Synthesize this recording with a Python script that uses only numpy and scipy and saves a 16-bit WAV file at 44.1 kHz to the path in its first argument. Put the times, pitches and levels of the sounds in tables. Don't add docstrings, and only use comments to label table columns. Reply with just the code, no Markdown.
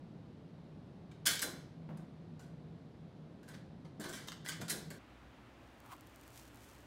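import sys
import numpy as np
from scipy import signal
from scipy.fft import rfft, irfft, next_fast_len
from scipy.io import wavfile
from scipy.ndimage import map_coordinates

SR = 44100
rng = np.random.default_rng(int(sys.argv[2]) if len(sys.argv) > 2 else 0)


def inscribe(sig):
    pcm = np.round(np.clip(np.atleast_2d(sig).T, -1, 1) * 32767)
    wavfile.write(sys.argv[1], SR, pcm.astype(np.int16))


N = 302702
CHANGE_S = 4.986
CUTOFF_HZ = 15850

# freq_hz, relative_db_per_hz
ROOM_AIR_COLOUR = [(20, -38.5), (45, -19.5), (60, -14.5), (100, -8.5), (160, -3.5), (280, -10), (400, -16),
                   (700, -22), (1300, -32), (2600, -39), (4000, -40), (7000, -53.5), (12000, -60.5),
                   (15000, -78.5)]
# time_s, level_db
DRONE_LEVEL = [(0, -59.5), (1.7, -60.5), (1.95, -51.5), (2.7, -54), (3.3, -61), (4.45, -57), (5, -55)]
# freq_hz, relative_db_per_hz
DRONE_COLOUR = [(100, -55.0), (143, -17.5), (159, -0.5), (173, -16.5), (260, -50.5), (1000, -100)]
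# freq_hz, t60_s
ROOM_T60 = [(150, 0.34), (600, 0.7), (1600, 0.57), (2700, 0.52), (4200, 0.57), (9000, 0.35), (16000, 0.32)]

# freq_hz, relative_db_per_hz
YARD_AIR_COLOUR = [(22, -23), (42, -18.5), (60, 1), (85, -5), (120, 2), (150, -8), (300, -2.5),
                   (420, -11.5), (560, -9.5), (1400, -14.5), (3000, -21), (5000, -31), (10500, -41.5),
                   (15500, -45)]
# time_s, level_db (before RUB_DB)
FUR_PRESSURE = [(5.6, -82), (5.99, -73), (6.306, -67.5), (6.376, -57.5), (6.506, -70.5), (6.656, -64),
                (6.86, -71)]
# freq_hz, relative_db_per_hz
FUR_COLOUR = [(1000, -1), (3500, 6.5), (6500, 9), (9000, 7), (10500, 3), (12000, 5.5), (16000, 1.5)]
RUB_DB, TICK_RMS_RATIO = -2, 0.67
CRACKLE_START_S, CRACKLE_END_S = 5.8, 6.7
CRACKLES_PER_S, CRACKLE_DB, CRACKLE_SPREAD_DB = 16, -57, 5
# peak_s, level_db
SCUFFS = [(5.858, -61.5), (5.926, -48)]
# freq_hz, relative_db_per_hz
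SCUFF_COLOUR = [(300, -24), (750, -6), (1050, 1), (1300, -4), (1700, -16), (3200, -18.5), (5000, -26),
                (15000, -27.5)]
SCUFF_RISE_DB_PER_S, SCUFF_FALL_DB_PER_S = 414, 518
SCUFF_SNAP_DB = -4

# start_s, level_db, hardness_db, hind_delay_s
THUMPS = [(1.304, -43.5, -13, 0.0078), (1.891, -39.5, 6, .012), (1.946, -48.5, 0, 0.028),
          (1.996, -48.5, 6.5, 0.026), (3.996, -44, 3, 0.041), (4.602, -38.5, -1, .02)]
# freq_hz, relative_db_per_hz
PAW_COLOUR = [(40, -26.5), (110, -4.5), (190, 5), (270, -5), (380, -12.5), (600, -14.5), (1500, -27.5),
              (3000, -37), (8000, -51.5)]
HIND_DB, HIND_HARDNESS_DB = -3, -7.5

# start_s, level_db
KNOCKS = [(1.278, -46), (1.436, -51), (4.005, -58), (4.606, -51)]
# freq_hz, relative_db
DOOR_MODES = [(225, -6.5), (272, -9), (318, 0.5), (445, -10), (600, 5.5), (680, 1)]

# start_s, level_db, rise_s, fade_s
FLEXES = [(1.272, -54, 0.0053, 0.015), (1.43, -47.5, .018, 0.064), (3.994, -49, .006, 0.028),
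          (4.04, -51, 0.0064, 0.073), (4.612, -51, .005, 0.025), (4.712, -50, 0.011, 0.064)]
# freq_hz, relative_db_per_hz
FLEX_COLOUR = [(100, -30.5), (200, -1.5), (300, 2), (400, -3), (520, -6.5), (660, -3), (830, -14),
               (1150, -12), (1800, -29), (5000, -58)]

# start_s, rail_db, hangers_db, slats_db
TUGS = [(1.262, -33, -45, -36), (1.42, -61.5, -41, -43), (3.428, -80, -78, -63), (3.49, -71, -67.5, -61),
        (4.007, -69, -58, -57), (4.046, -60, -54.5, -53), (4.446, -71, -62, -50), (4.490, -47.5, -60, -52),
        (4.701, -54, -44, -45)]
# freq_hz, relative_db
RAIL_MODES = [(2180, -56), (2288, -54), (3018, -54), (3249, -55), (3271, -52), (3393, -54.5), (3422, -56.5),
              (3446, -50), (3644, -56), (4086, -62), (4212, -54.5), (4404, -52), (4677, -56.5), (5120, -53),
              (5432, -55), (5620, -60.5), (6035, -63.5), (6156, -54), (6315, -57.5), (6366, -54),
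              (8394, -56.5)]
# freq_hz, relative_db
HANGER_MODES = [(3128, -82.5), (3521, -68.5), (4000, -65.5), (4048, -62), (4954, -72), (5163, -71.5),
                (5679, -74.5), (6045, -74), (6546, -74), (6923, -73.5), (7025, -70.5), (7332, -74.5),
                (7704, -70.5), (8058, -73), (8479, -74), (8791, -75), (9184, -72.5), (9555, -69.5),
                (12107, -65.5), (12812, -78), (13932, -78.5), (15170, -75.5)]
# freq_hz, relative_db
SLAT_MODES = [(1440, -4), (1486, -1), (1532, -3), (1562, 1), (1634, -1.5), (1696, -1.5), (1730, -3),
              (1790, -7), (1868, -8.5)]

# start_s, level_db, treble_db, body_db, rise_s, fade_s
RATTLES = [(1.112, -51, -29, -3, .001, 0.0091), (1.2544, -24, -11, 0, 0.01, 0.007),
           (1.267, -24, -4, 0, .001, 0.012), (1.299, -30.5, -25, -7, .004, 0.0083),
           (1.322, -34.5, -15, 4, .008, 0.029), (1.4183, -26.5, -5, 2, 0.0011, 0.011),
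           (1.971, -55.5, -8.5, 3.5, .001, 0.0093), (2.393, -54, -16, 14.5, .002, 0.041),
           (3.425, -57, -17, 23, 0.0032, 0.033), (3.474, -49, -15, 16, .01, 0.03),
           (3.533, -50.5, -28, 9.5, 0.0072, 0.012), (3.998, -43, -14, 9, 0.0094, 0.029),
           (4.036, -40.5, -22, 14, 0.0057, 0.03), (4.083, -42, -10, 20, .007, 0.029),
           (4.124, -39, -15, -1, 0.009, 0.027), (4.163, -46, -20.5, 3, .004, 0.052),
           (4.272, -42, -15, 2, 0.0036, 0.0072), (4.445, -46, -11, 14, .012, 0.014),
           (4.476, -38, -7, -5, .005, 0.008), (4.517, -43, -22, 10, 0.0055, .022),
           (4.608, -39, -16, 5, .006, 0.012), (4.681, -37, -14, 3, .002, 0.015),
           (4.694, -30, -5, -1, 0.0055, .018), (4.902, -43, -11, 17, 0.0015, 0.032)]
# start_s, level_db, treble_db, body_db, edge_db, room_db
CLACKS = [(1.2625, -19, -10, -8, 2, -7.5), (1.2676, -22, -14, -2, 8, -3), (1.2710, -21, -5, 1, -4, -4),
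          (1.2736, -25, -11, -4, 4, -7), (1.287, -26.5, -15, -3, -1, -2), (1.3098, -29, -15, -5, -1, -1.5),
          (1.3144, -31, -15, -8, -1, -1), (1.353, -34, -12, -5, 2, -6), (1.3932, -29.5, -14, -8, 3, -6),
          (1.4183, -30.5, -5, -4, -4, -3), (1.4237, -29.5, -6, 0, -6, -2), (1.428, -28.5, -10, 6, -6, -1.5),
          (2.394, -54.5, -20, 9, -10, -0.5), (3.4314, -58, -15, 3.5, -0.5, -1),
          (3.488, -51, -3, -5, -1, -7), (3.544, -49.5, -20, 1, 1, -5), (3.5505, -53, -22, 8, 1, -2),
          (3.848, -54.5, -30, 12.5, 0, 5.5), (3.999, -46, -16, -6, -3, 3), (4.0079, -48.5, -15, 13, 0, 0),
          (4.0385, -41.5, -18, 0, 0, -1), (4.0426, -38.5, -18, -1, 4, -13), (4.05, -45, -26, 11, -1, -1),
          (4.0866, -48, -7, -6, 0, -5), (4.094, -40, -8, 0, -4, -9), (4.17, -46, -25, -1, -4, -7),
          (4.285, -31.5, -20, 1.5, 7, -6.5), (4.3193, -36.5, -23, -1, 4, -4),
          (4.462, -35.5, -18, 5, -2, -3), (4.4877, -29, -15.5, -5, 1, -1.5), (4.4983, -41, -22, 0, -2, -5),
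          (4.5198, -39, -23, -5, -6, -4), (4.615, -42, -13, -2, -4, -7), (4.6813, -43, -13, 2, 2, 3),
          (4.6973, -32, -10, -9, -7, -9), (4.7022, -30.5, -10, 0, -6, -6), (4.706, -29.5, -16, -1, -3, -4),
          (4.904, -42.5, -6, -1, -3, -4)]
# freq_hz, relative_db_per_hz
SLAT_COLOUR = [(100, -19.5), (300, -9), (600, -11.5), (850, -12), (1300, -7), (1560, 1.5), (1780, -3.5),
               (2150, -4), (2650, -9.5), (3150, -4), (5000, -4.5), (8500, -4), (12000, -8.5),
               (13700, -13.5), (15600, -15)]
EDGE_HZ, EDGE_WIDTH_HZ = 3280, 600
SLAT_SPREAD_DB = 2.8


def amp(db):
    return 10 ** (np.asarray(db) / 20)


def unit(x):
    return x / np.sqrt(np.mean(x ** 2) + 1e-20)


def along(points, hz):
    point_hz, values = np.transpose(points)
    return np.interp(np.log(hz + 1), np.log(point_hz + 1), values)


def level(rows):
    return amp(np.interp(np.arange(N) / SR, *np.transpose(rows), left=-200, right=-200))


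def filtered(x, response):
    size = next_fast_len(len(x) + SR // 4)
    spectrum = rfft(x, size) * response(np.fft.rfftfreq(size, 1 / SR))
    return irfft(spectrum, size)[:len(x)]


def coloured(x, spectrum):
    return unit(filtered(x, lambda hz: amp(along(spectrum, hz))))


def causal(gain_db, size=2048):
    cepstrum = irfft(np.log(amp(gain_db(np.fft.rfftfreq(size, 1 / SR)))))
    cepstrum[1:size // 2] *= 2
    cepstrum[size // 2 + 1:] = 0
    impulse = irfft(np.exp(rfft(cepstrum)))
    return impulse / np.linalg.norm(impulse)


def add(track, start_s, sound):
    part = track[round(start_s * SR):][:len(sound)]
    part += sound[:len(part)]


def grains(count, rate_hz, spread_db):
    hits = rng.random(count) < rate_hz / SR
    sizes = rng.standard_normal(count) * amp(spread_db * rng.standard_normal(count))
    return unit(hits * sizes)


def swell(t, rise_s, fade_s):
    shape = (1 - np.exp(-t / max(rise_s, .0005))) * np.exp(-t / max(fade_s, .002))
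    return shape / shape.max()


def in_room(x, early_db, early_t60_s, tail_db):
    hz, frame_s, noise = signal.stft(rng.standard_normal(SR * 3 // 4), SR, nperseg=256)
    decay = amp(-60 * frame_s / along(ROOM_T60, hz)[:, None])
    tail = signal.istft(noise * decay, SR, nperseg=256)[1]
    t = np.arange(len(tail)) / SR
    tail *= 1 - np.exp(-t / 0.0043)
    early = grains(len(t), rate_hz=4600, spread_db=4.0) * amp(-60 * t / early_t60_s)
    response = amp(early_db) * early / np.linalg.norm(early)
    response += amp(tail_db) * tail / np.linalg.norm(tail)
    response[0] += 1
    return signal.fftconvolve(x, response)


def ringing(modes, t60_4khz_s, detune_hz):
    t = np.arange(SR * 3 // 4) / SR
    hz, mode_db = np.repeat(modes, 2, axis=0).T[:, :, None]
    hz = hz + detune_hz * rng.standard_normal(hz.shape)
    strength = amp(mode_db + 2 * rng.standard_normal(hz.shape))
    waves = np.sin(2 * np.pi * (hz * t + rng.random(hz.shape)))
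    decay = amp(-60 * t / t60_4khz_s * (hz / 4000) ** 0.51)
    mix = (strength * waves * decay).sum(0) / np.linalg.norm(strength)
    return mix * (1 - np.exp(-t / 0.0032))


def room_air():
    rumble = amp(-54.0) * coloured(rng.standard_normal(N), ROOM_AIR_COLOUR)
    drone = coloured(rng.standard_normal(N), DRONE_COLOUR)
    return rumble + level(DRONE_LEVEL) * drone


def crackle(level_db):
    tilt = [(6000, 1), (13000, 8.6)]
    return amp(level_db + 15.0) * causal(lambda hz: along(FUR_COLOUR, hz) + along(tilt, hz))


def fur():
    ticks = unit((rng.random(N) < 90 / SR) * rng.uniform(.3, 1, N))
    friction = rng.standard_normal(N) + TICK_RMS_RATIO * ticks
    out = amp(RUB_DB) * level(FUR_PRESSURE) * coloured(friction, FUR_COLOUR)
    slots_s = np.arange(CRACKLE_START_S, CRACKLE_END_S, 1 / CRACKLES_PER_S)
    for slot_s, (late, size) in zip(slots_s, rng.random((len(slots_s), 2))):
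        level_db = CRACKLE_DB + CRACKLE_SPREAD_DB * (2 * size - 1)
        add(out, slot_s + late / CRACKLES_PER_S, crackle(level_db))
    return out


def scuffs():
    t = np.arange(N) / SR
    stroke = np.zeros(N)
    for peak_s, level_db in SCUFFS:
        drop_db = np.maximum(SCUFF_RISE_DB_PER_S * (peak_s - t), SCUFF_FALL_DB_PER_S * (t - peak_s))
        stroke += amp(level_db - drop_db)
    out = stroke * coloured(grains(N, rate_hz=6900, spread_db=2.5), SCUFF_COLOUR)
    for peak_s, level_db in SCUFFS:
        add(out, peak_s, crackle(level_db + SCUFF_SNAP_DB))
    return out


def carport():
    air = amp(-59) * coloured(rng.standard_normal(N), YARD_AIR_COLOUR)
    hum = amp(-66.0) * np.sin(2 * np.pi * 59.5 * np.arange(N) / SR)
    return air + hum + fur() + scuffs()


def thump(level_db, hardness_db):
    tilt = [(300, 1.0), (900, hardness_db), (2500, hardness_db), (9000, -3.0)]
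    push = causal(lambda hz: along(PAW_COLOUR, hz) + along(tilt, hz))
    return amp(level_db + 15.5) * in_room(push, early_db=4.5, early_t60_s=0.1, tail_db=4.5)


def thumps():
    out = np.zeros(N)
    for start_s, level_db, hardness_db, hind_delay_s in THUMPS:
        add(out, start_s, thump(level_db, hardness_db))
        hind = thump(level_db + HIND_DB, hardness_db + HIND_HARDNESS_DB)
        add(out, start_s + hind_delay_s, hind)
    return out


def door():
    out = np.zeros(N)
    for start_s, level_db in KNOCKS:
        add(out, start_s, amp(level_db) * ringing(DOOR_MODES, t60_4khz_s=0.096, detune_hz=10))
    return out


def flexes():
    t = np.arange(SR // 2) / SR
    out = np.zeros(N)
    for start_s, level_db, rise_s, fade_s in FLEXES:
        wobble = coloured(rng.standard_normal(len(t)), FLEX_COLOUR) * swell(t, rise_s, fade_s)
        wet = in_room(wobble, early_db=-9.5, early_t60_s=0.042, tail_db=-7.5)
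        add(out, start_s, amp(level_db) * wet)
    return out


def rail():
    out = np.zeros(N)
    for start_s, rail_db, hangers_db, slats_db in TUGS:
        add(out, start_s, amp(rail_db) * ringing(RAIL_MODES, t60_4khz_s=0.49, detune_hz=3))
        add(out, start_s, amp(hangers_db) * ringing(HANGER_MODES, t60_4khz_s=0.42, detune_hz=10))
        add(out, start_s, amp(slats_db) * ringing(SLAT_MODES, t60_4khz_s=0.2, detune_hz=4.5))
    return out


def slat(treble_db, body_db, edge_db=0, delay_1khz_s=.001):
    tilt = [(550, body_db), (1500, body_db / 2), (3200, 0), (11000, treble_db + 10.5)]
    knots = rng.standard_normal(1024)

    def gain_db(hz):
        edge = edge_db * np.exp(-((hz - EDGE_HZ) / EDGE_WIDTH_HZ) ** 2)
        ripple = SLAT_SPREAD_DB * map_coordinates(knots, [hz / 80], mode="mirror")
        return along(SLAT_COLOUR, hz) + along(tilt, hz) + edge + ripple

    return filtered(causal(gain_db), lambda hz: np.exp(-4j * np.pi * delay_1khz_s * np.sqrt(hz * 1e3)))


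def rattle(level_db, treble_db, body_db, rise_s, fade_s):
    t = np.arange(SR // 6) / SR
    force = grains(len(t), rate_hz=4000, spread_db=1.0) * swell(t, rise_s, fade_s)
    chatter = signal.fftconvolve(force, slat(treble_db, body_db))
    return amp(level_db - 10.5) * in_room(chatter, early_db=-3, early_t60_s=0.04, tail_db=-2.5)


def rattles():
    out = np.zeros(N)
    for start_s, *settings in RATTLES:
        add(out, start_s, rattle(*settings))
    return out


def clack(level_db, treble_db, body_db, edge_db, room_db):
    t = np.arange(SR // 40) / SR
    force = .27 * rng.standard_normal(len(t)) * np.exp(-t / .0011)
    force[0] = 1
    force /= np.linalg.norm(force)
    contact = signal.fftconvolve(force, slat(treble_db, body_db, edge_db))
    wet = in_room(contact, early_db=room_db + 4.0, early_t60_s=0.12, tail_db=room_db)
    return amp(level_db + 12.5) * wet


def clacks():
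    out = np.zeros(N)
    for start_s, *settings in CLACKS:
        add(out, start_s, clack(*settings))
    return out


def scene():
    indoors = room_air() + thumps() + door() + flexes() + rail() + rattles() + clacks()
    return np.where(np.arange(N) / SR < CHANGE_S, indoors, carport())[None]


def record(dry):
    def band_limit(hz):
        edge = np.clip((CUTOFF_HZ + 200 - hz) / 400, 0, 1)
        return np.sin(np.pi / 2 * edge) ** 2

    return np.array([filtered(channel, band_limit) for channel in dry])


dry = scene()
out = record(dry)
inscribe(out)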